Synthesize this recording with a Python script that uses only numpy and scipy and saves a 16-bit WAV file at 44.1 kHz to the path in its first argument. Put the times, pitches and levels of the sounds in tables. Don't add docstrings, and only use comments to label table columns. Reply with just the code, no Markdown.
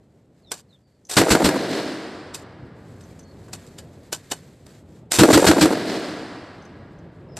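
import sys
import numpy as np
from scipy import signal
from scipy.fft import rfft, irfft
from scipy.io import wavfile

SR = 44100
rng = np.random.default_rng(int(sys.argv[2]) if len(sys.argv) > 2 else 0)


def unload_wav(signal):
    wavfile.write(
        sys.argv[1],
        SR,
        np.round(np.clip(np.atleast_2d(signal).T, -1, 1) * 32767).astype(np.int16),
    )


N = 325899
TIME = np.arange(N) / SR

# start_s [s], blast_db [dB], boom_db [dB], slap_db (wall echoes) [dB], bolt_db [dB]
ROUNDS = [(1.166, -7.5, -12, -2, -24), (1.302, -10, -20, -2.5, -25), (1.441, -13, -16.5, -6, -31),
          (5.185, -8, -3.5, 5.5, -17), (5.326, -8.5, -4.5, 2, -16), (5.464, -9, -4, -0.5, -22),
          (5.608, -11, -10, -4.5, -27)]
# pitch_hz [Hz], level_db [dB per Hz]
BLAST_COLOUR = [(35, -40), (60, 1), (297, -1), (1120, -8), (1470, -6.5), (2100, -10), (2810, -10.5),
                (4720, -11), (6470, -16.5), (7240, -12), (8100, -11.5), (9920, -22.5), (13000, -21)]
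SWELL_S, HOLD_S, COLLAPSE_S = 0.0024, 0.019, 0.021
# delay_s [s], level_db [dB]
REFLECTORS = [(0.0494, -2), (.061, -10), (0.07, -10), (.098, -13), (0.1037, -9.5), (.118, -7.5),
              (.1245, -10), (0.164, -13), (0.191, -19), (.243, -16.5)]
WALL_EDGE_HZ, WALL_DB_PER_OCTAVE, CRACK_DB = 2030, 10, -10.5
# pitch_hz [Hz], early_db [dB], far_db [dB], far_t60_s (time to fall 60 dB) [s]
RANGE_BANDS = [(70, -54.5, -73, 2.5), (178, -28, -40.5, 1.4), (324, -24, -27, 1.61),
               (615, -19.5, -31, 1.94), (950, -39.5, -38, 2.7), (1670, -22.5, -36, 2.43),
               (2630, -35, -37.5, 1.82), (3900, -30.5, -33.5, 1.55), (6940, -45.5, -39.5, 1.32),
               (11300, -42.5, -48, 1.0)]
FAR_S, FAR_RISE_S, BANK_S, BANK_WIDTH_S, BANK_DB = .27, .034, 0.327, 0.04, 3
# pitch_hz [Hz], width_hz [Hz], boost_db [dB]
HOLLOW_RESONANCES = [(178, 39, 8), (206, 11, 6), (262, 22, 3.5), (307, 41, 7.5), (448.7, 9, 4.5),
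                     (638.6, 2.9, 6.5), (785, 10, 1), (878, 47, 1), (949, 16, 2.5), (1405, 35, 3),
                     (1560, 38, 2.5), (1655, 23, 6), (4100, 54, 5), (4330, 108.3, 2), (7200, 48, 1)]
# start_s [s], level_db [dB], decay_s [s], knock_db (against level_db) [dB]
STEEL_CLACKS = [(.519, -18.5, 0.0056, -5.5), (1.099, -22, .004, -12), (2.346, -24.5, 0.009, -23),
                (3.011, -48, 0.0062, -25), (3.192, -51, .008, -20), (3.484, -51, 0.0055, 15),
                (3.534, -26, 0.0069, -8), (3.667, -47, .012, -14), (3.787, -34, .0073, -10),
                (4.1295, -14.5, 0.0066, -15), (4.318, -14, 0.0037, -0.5), (4.57, -60, .004, -8),
                (4.666, -43, 0.004, 3), (5.120, -8, 0.0017, -16.5), (7.37, -30, 0.008, 2.5)]
CLACK_RISE_S, BOUNCE_S, BOUNCE_DB = 0.0026, .017, -20
# pitch_hz [Hz], level_db [dB per Hz]
STEEL_COLOUR = [(180, -24.5), (300, -1.5), (671, -3), (1220, -6.5), (1670, -7), (2150, -8.5), (2950, -6.5),
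                (3300, -7), (4810, -4.5), (5380, -5), (6500, -7), (7370, -5), (9790, -10.5), (13000, -13)]
# pitch_hz [Hz], width_hz [Hz], level_db [dB]
RECEIVER_RING = [(734, 23, -15), (1530, 30, -5.5), (1677, 40, -7), (2560, 100, -8), (2980, 27, -4.5),
                 (3730, 70, -4), (4430, 29, -2), (4850, 57, -8.5), (5980, 90, -4.5), (6990, 67, -2.5),
                 (7300, 80, -11.5), (7590, 150, -2), (8150, 110, 0.5), (8900, 57, -7)]
# start_s [s], end_s [s], level_db [dB]
BOLT_SLIDES = [(0.52, 0.624, -47), (1.102, 1.155, -24.5), (2.364, 2.444, -56), (4.297, 4.335, -43),
               (5.121, 5.175, -18)]
LOCK_LEAD_S, LOCK_RISE_S, LOCK_DECAY_S = 0.0086, .004, .008
RATTLE_S, RATTLE_DB = 0.16, -9
# start_s [s], level_db [dB]
METAL_TINKS = [(1.052, -51), (1.069, -54), (3.039, -54), (3.195, -47.5), (3.232, -56), (6.624, -59),
               (6.652, -54.5), (6.988, -63)]
TINK_RISE_S, TINK_DECAY_S = 0.0017, .009
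# middle_s [s], half_length_s [s], level_db [dB]
ARM_MOVES = [(.7, 0.066, -69.5), (3.077, 0.21, -61.5), (3.64, 0.18, -56.5), (4.278, 0.33, -58.5),
             (4.73, 0.052, -57), (4.954, 0.052, -65)]
CLOTH_REST_DB = -76
# pitch_hz [Hz], level_db [dB per Hz]
CLOTH_COLOUR = [(300, -9), (900, -0.5), (1800, 6), (2800, -1), (4300, 1.5), (5800, -3.5), (7800, 0.5),
                (9500, -9), (13000, -9)]
# start_s [s], length_s [s], first_hz [Hz], last_hz [Hz], level_db [dB]
WHISTLES = [(0.414, .11, 4660, 3350, -60), (.46, 0.073, 5650, 5250, -68), (0.675, 0.11, 4680, 3270, -63),
            (.8, 0.21, 4600, 4500, -75), (3.21, .14, 4420, 4360, -60), (7.278, 0.088, 5300, 5150, -66)]
BIRD_SCATTER_S = 0.006
# time_s [s], level_db [dB]
RUMBLE_LEVELS = [
    [(0.0, -57), (0.362, -56.5), (0.95, -61.5)],
    [(2.45, -46.5), (3.58, -45.5), (4.6, -49.5)],
    [(6.6, -46), (6.966, -44.5), (7.33, -44)],
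]
# pitch_hz [Hz], level_db [dB per Hz]
AIR_COLOUR = [(15, -50), (25, -24), (44, -11.5), (91, 1.5), (169, 1), (209, -2.5), (567, -10.5),
              (831, -19.5), (1330, -28.5), (2730, -38.5), (4000, -42), (5200, -67), (8800, -120)]
TOP_HZ = 13150


def gunfire(duck_db=-6, recover_s=0.099, knee_db=-22):
    near = blasts() + slaps()
    pole = np.exp(-1 / (recover_s * SR))
    power = signal.lfilter([1 - pole], [1, -pole], near ** 2)
    loudness = np.sqrt(np.maximum(power, 0))
    gain_db = duck_db * np.tanh(loudness / undb(knee_db)) ** 2 + 3
    shots = near + roll() * undb(gain_db)
    resonances = sum((undb(db) - 1) * resonate(shots, hz, width) for hz, width, db in HOLLOW_RESONANCES)
    return undb(-2.0) * (shots + resonances) + booms()


def blasts(ragged_db=0.5):
    t = TIME[:SR // 4]
    swell = 1 - np.exp(-t / SWELL_S)
    collapse = np.exp(-np.maximum(t - HOLD_S, 0) / COLLAPSE_S)
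    envelope = np.zeros(N)
    for start, db, *_ in ROUNDS:
        add(envelope, start, undb(db) * swell * collapse)
    return envelope * noise(BLAST_COLOUR) * undb(ragged_db * walk(460))


def booms(hz=314, peak_s=0.037, thump_hz=90, thump_db=-19):
    out = np.zeros(N)
    t = TIME[:SR // 10]
    envelope = np.exp(-((t - peak_s) / .0135) ** 2)
    variations = rng.standard_normal((len(ROUNDS), 2))
    for (start, _, db, *_), (detune, phase) in zip(ROUNDS, variations):
        ring = np.sin(2 * np.pi * hz * (1 + .01 * detune) * t + phase)
        thump = undb(thump_db) * np.sin(2 * np.pi * thump_hz * t + 2 * phase)
        add(out, start, undb(db) * (ring + thump) * envelope)
    return out * (1 + .35 * walk(500))


def slaps(low_hz=270, crest_hz=900, sag_s=0.0039, spray_db=-6):
    out = np.zeros(N)
    t = TIME[:SR // 25] - .006
    hz = low_hz + (crest_hz - low_hz) / (1 + np.exp(2 * t / sag_s))
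    cycles = 2 * np.pi * np.cumsum(hz) / SR
    envelope = np.sqrt(2) / (np.exp(-t / .001) + np.exp(t / .0035))
    for delay, db in REFLECTORS:
        edge_hz = WALL_EDGE_HZ * 2 ** (db / WALL_DB_PER_OCTAVE)
        for start, _, _, slap_db, _ in ROUNDS:
            stretch, phase, late = rng.standard_normal(3)
            wave = np.sin(cycles * (1 + .12 * stretch) + 2 * phase)
            dull = band(rng.standard_normal(len(t)), edge_hz, "low", order=3)
            spray = unit(band(dull, low_hz, "high"))
            crack = unit(band(rng.standard_normal(len(t)), [1000, 8000], "band", order=1))
            packet = wave + undb(spray_db) * spray + undb(CRACK_DB + db) * crack
            add(out, start + delay + t[0] + .0004 * late, undb(db + slap_db) * packet * envelope)
    return out


def roll(early_t60_s=1.0, late_db=-19, late_stretch=2.52, air_hz=3500, grain_db=4, flutter_db=2):
    t = TIME[:3 * SR]
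    centres = np.log([row[0] for row in RANGE_BANDS])
    edges = np.exp(np.r_[centres[0] - .5, (centres[1:] + centres[:-1]) / 2, centres[-1] + .2])
    response = 0
    for (_, early_db, far_db, t60), lo, hi in zip(RANGE_BANDS, edges, edges[1:]):
        early = undb(early_db - 60 * t / early_t60_s) * np.clip((t - .02) / 0.044, 0, 1)
        decay = t60 / np.log(1000)
        far = undb(far_db) * strike(t - FAR_S, FAR_RISE_S, decay)
        late = undb(far_db + late_db) * strike(t - FAR_S, FAR_RISE_S, decay * late_stretch)
        late = late / (1 + (lo / air_hz) ** 2)
        scatter = unit(band(rng.standard_normal(len(t)), [lo, hi], "band", order=3))
        response = response + scatter * np.sqrt(early ** 2 + far ** 2 + late ** 2)
    swell_db = BANK_DB * np.exp(-((t - BANK_S) / BANK_WIDTH_S) ** 2)
    uneven_db = (grain_db * walk(250) + flutter_db * walk(45))[:len(t)] * np.exp(-t / 0.36)
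    response = response * undb(swell_db + uneven_db)
    out = np.zeros(N)
    for start, *_ in ROUNDS:
        add(out, start, undb(-3.5) * response)
    return out


def action(tail_db=-22, tail_decay_s=.028, ring_db=5, dry_db=-3.0, chatter_db=4, knock_hz=520):
    contact, knock = cycling(), np.zeros(N)
    t = TIME[:SR // 3] - .03
    for start, db, decay, knock_db in STEEL_CLACKS:
        hit = strike(t, CLACK_RISE_S, decay)
        bounce = undb(BOUNCE_DB) * strike(t - BOUNCE_S, CLACK_RISE_S, decay)
        tail = undb(tail_db) * strike(t, CLACK_RISE_S, tail_decay_s)
        add(contact, start + t[0], undb(db) * (hit + bounce + tail))
        add(knock, start + t[0], undb(db + knock_db) * strike(t, CLACK_RISE_S, 3.1 * decay))
    for start, end, db in BOLT_SLIDES:
        add(contact, start, undb(db) * stroke(end - start))
    stock = unit(band(rng.standard_normal(N), [knock_hz / 1.7, knock_hz * 1.92], "band"))
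    steel = contact * noise(STEEL_COLOUR) * undb(chatter_db * walk(1200) - 3)
    chatter = steel + 0.41 * knock * stock
    ring = sum(undb(db) * resonate(chatter, hz, width) for hz, width, db in RECEIVER_RING)
    return undb(dry_db) * chatter + undb(ring_db) * ring


def cycling():
    contact = np.zeros(N)
    t = TIME[:SR // 8] - .03
    for start, *_, bolt_db in ROUNDS:
        add(contact, start - LOCK_LEAD_S + t[0], undb(bolt_db) * strike(t, LOCK_RISE_S, LOCK_DECAY_S))
        add(contact, start, undb(bolt_db + RATTLE_DB) * stroke(RATTLE_S))
    return contact


def stroke(length_s):
    return signal.windows.tukey(max(int(length_s * SR), 2), .5)


def tinks(hz=6120, width_hz=380):
    envelope = np.zeros(N)
    t = TIME[:SR // 8] - .01
    for start, db in METAL_TINKS:
        add(envelope, start + t[0], undb(db) * strike(t, TINK_RISE_S, TINK_DECAY_S))
    return envelope * unit(resonate(rng.standard_normal(N), hz, width_hz))


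def sleeve(crinkle_db=1.5, fold_db=2.5):
    power = undb(CLOTH_REST_DB) ** 2
    for middle, half, db in ARM_MOVES:
        swell = undb(db) * np.exp(-.5 * ((TIME - middle) / half) ** 2)
        power = power + swell ** 2
    return noise(CLOTH_COLOUR) * np.sqrt(power) * undb(crinkle_db * walk(120) + fold_db * walk(27))


def birds(flutter_db=3):
    out = np.zeros(N)
    for start, length, first_hz, last_hz, db in WHISTLES:
        progress = np.linspace(0, 1, max(int(length * SR), 2))
        glide_hz = last_hz + (first_hz - last_hz) * (1 - progress) ** 1.6
        hz = glide_hz * (1 + .022 * walk(900)[:len(progress)])
        envelope = signal.windows.tukey(len(progress), .5)
        add(out, start, undb(db) * envelope * np.sin(2 * np.pi * np.cumsum(hz) / SR))
    scatter = rng.standard_normal(SR // 10) * np.exp(-TIME[:SR // 10] / BIRD_SCATTER_S)
    return signal.fftconvolve(out * undb(flutter_db * walk(250)), scatter / np.linalg.norm(scatter))[:N]


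def rumble(waver_db=1.27, gain_db=2):
    level_db = curve(np.concatenate(RUMBLE_LEVELS)) + gain_db
    return noise(AIR_COLOUR) * undb(level_db + waver_db * walk(14))


def spread(x, side_db=-7.0, from_hz=4400):
    side = band(x * walk(400), from_hz, "high", order=10)
    return x + undb(side_db) * side * np.array([[1], [-1]])


def undb(db):
    return 10 ** (np.asarray(db) / 20)


def unit(x):
    return x / np.sqrt(np.mean(x ** 2))


def curve(rows):
    return np.interp(TIME, *np.transpose(rows))


def band(x, hz, kind, order=2):
    sos = signal.butter(order, np.clip(hz, 10, SR / 2 - 100), kind, fs=SR, output="sos")
    return signal.sosfilt(sos, x)


def noise(spectrum):
    hz, db = np.transpose(spectrum)
    bins = np.maximum(np.arange(N // 2 + 1) * SR / N, 1)
    gain = undb(np.interp(np.log(bins), np.log(hz), db))
    return unit(irfft(rfft(rng.standard_normal(N)) * gain, N))


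def walk(rate_hz):
    knots = rng.standard_normal(N // 10)
    return np.interp(TIME * rate_hz, np.arange(len(knots)), knots)


def strike(t, rise, decay):
    return np.exp(np.where(t < 0, t / abs(rise), -t / abs(decay)))


def resonate(x, hz, width):
    return signal.lfilter(*signal.iirpeak(hz, hz / abs(width), fs=SR), x)


def add(out, start_s, x):
    i = int(start_s * SR)
    out[i:i + len(x)] += x[:N - i]


def scene():
    return spread(gunfire() + action() + tinks() + sleeve() + birds() + rumble())


def record(dry):
    rounded = dry / (1 + (dry / .84) ** 6) ** (1 / 6)
    return signal.sosfilt(signal.ellip(10, .2, 100, TOP_HZ, fs=SR, output="sos"), rounded)


dry = scene()
out = record(dry)
unload_wav(out)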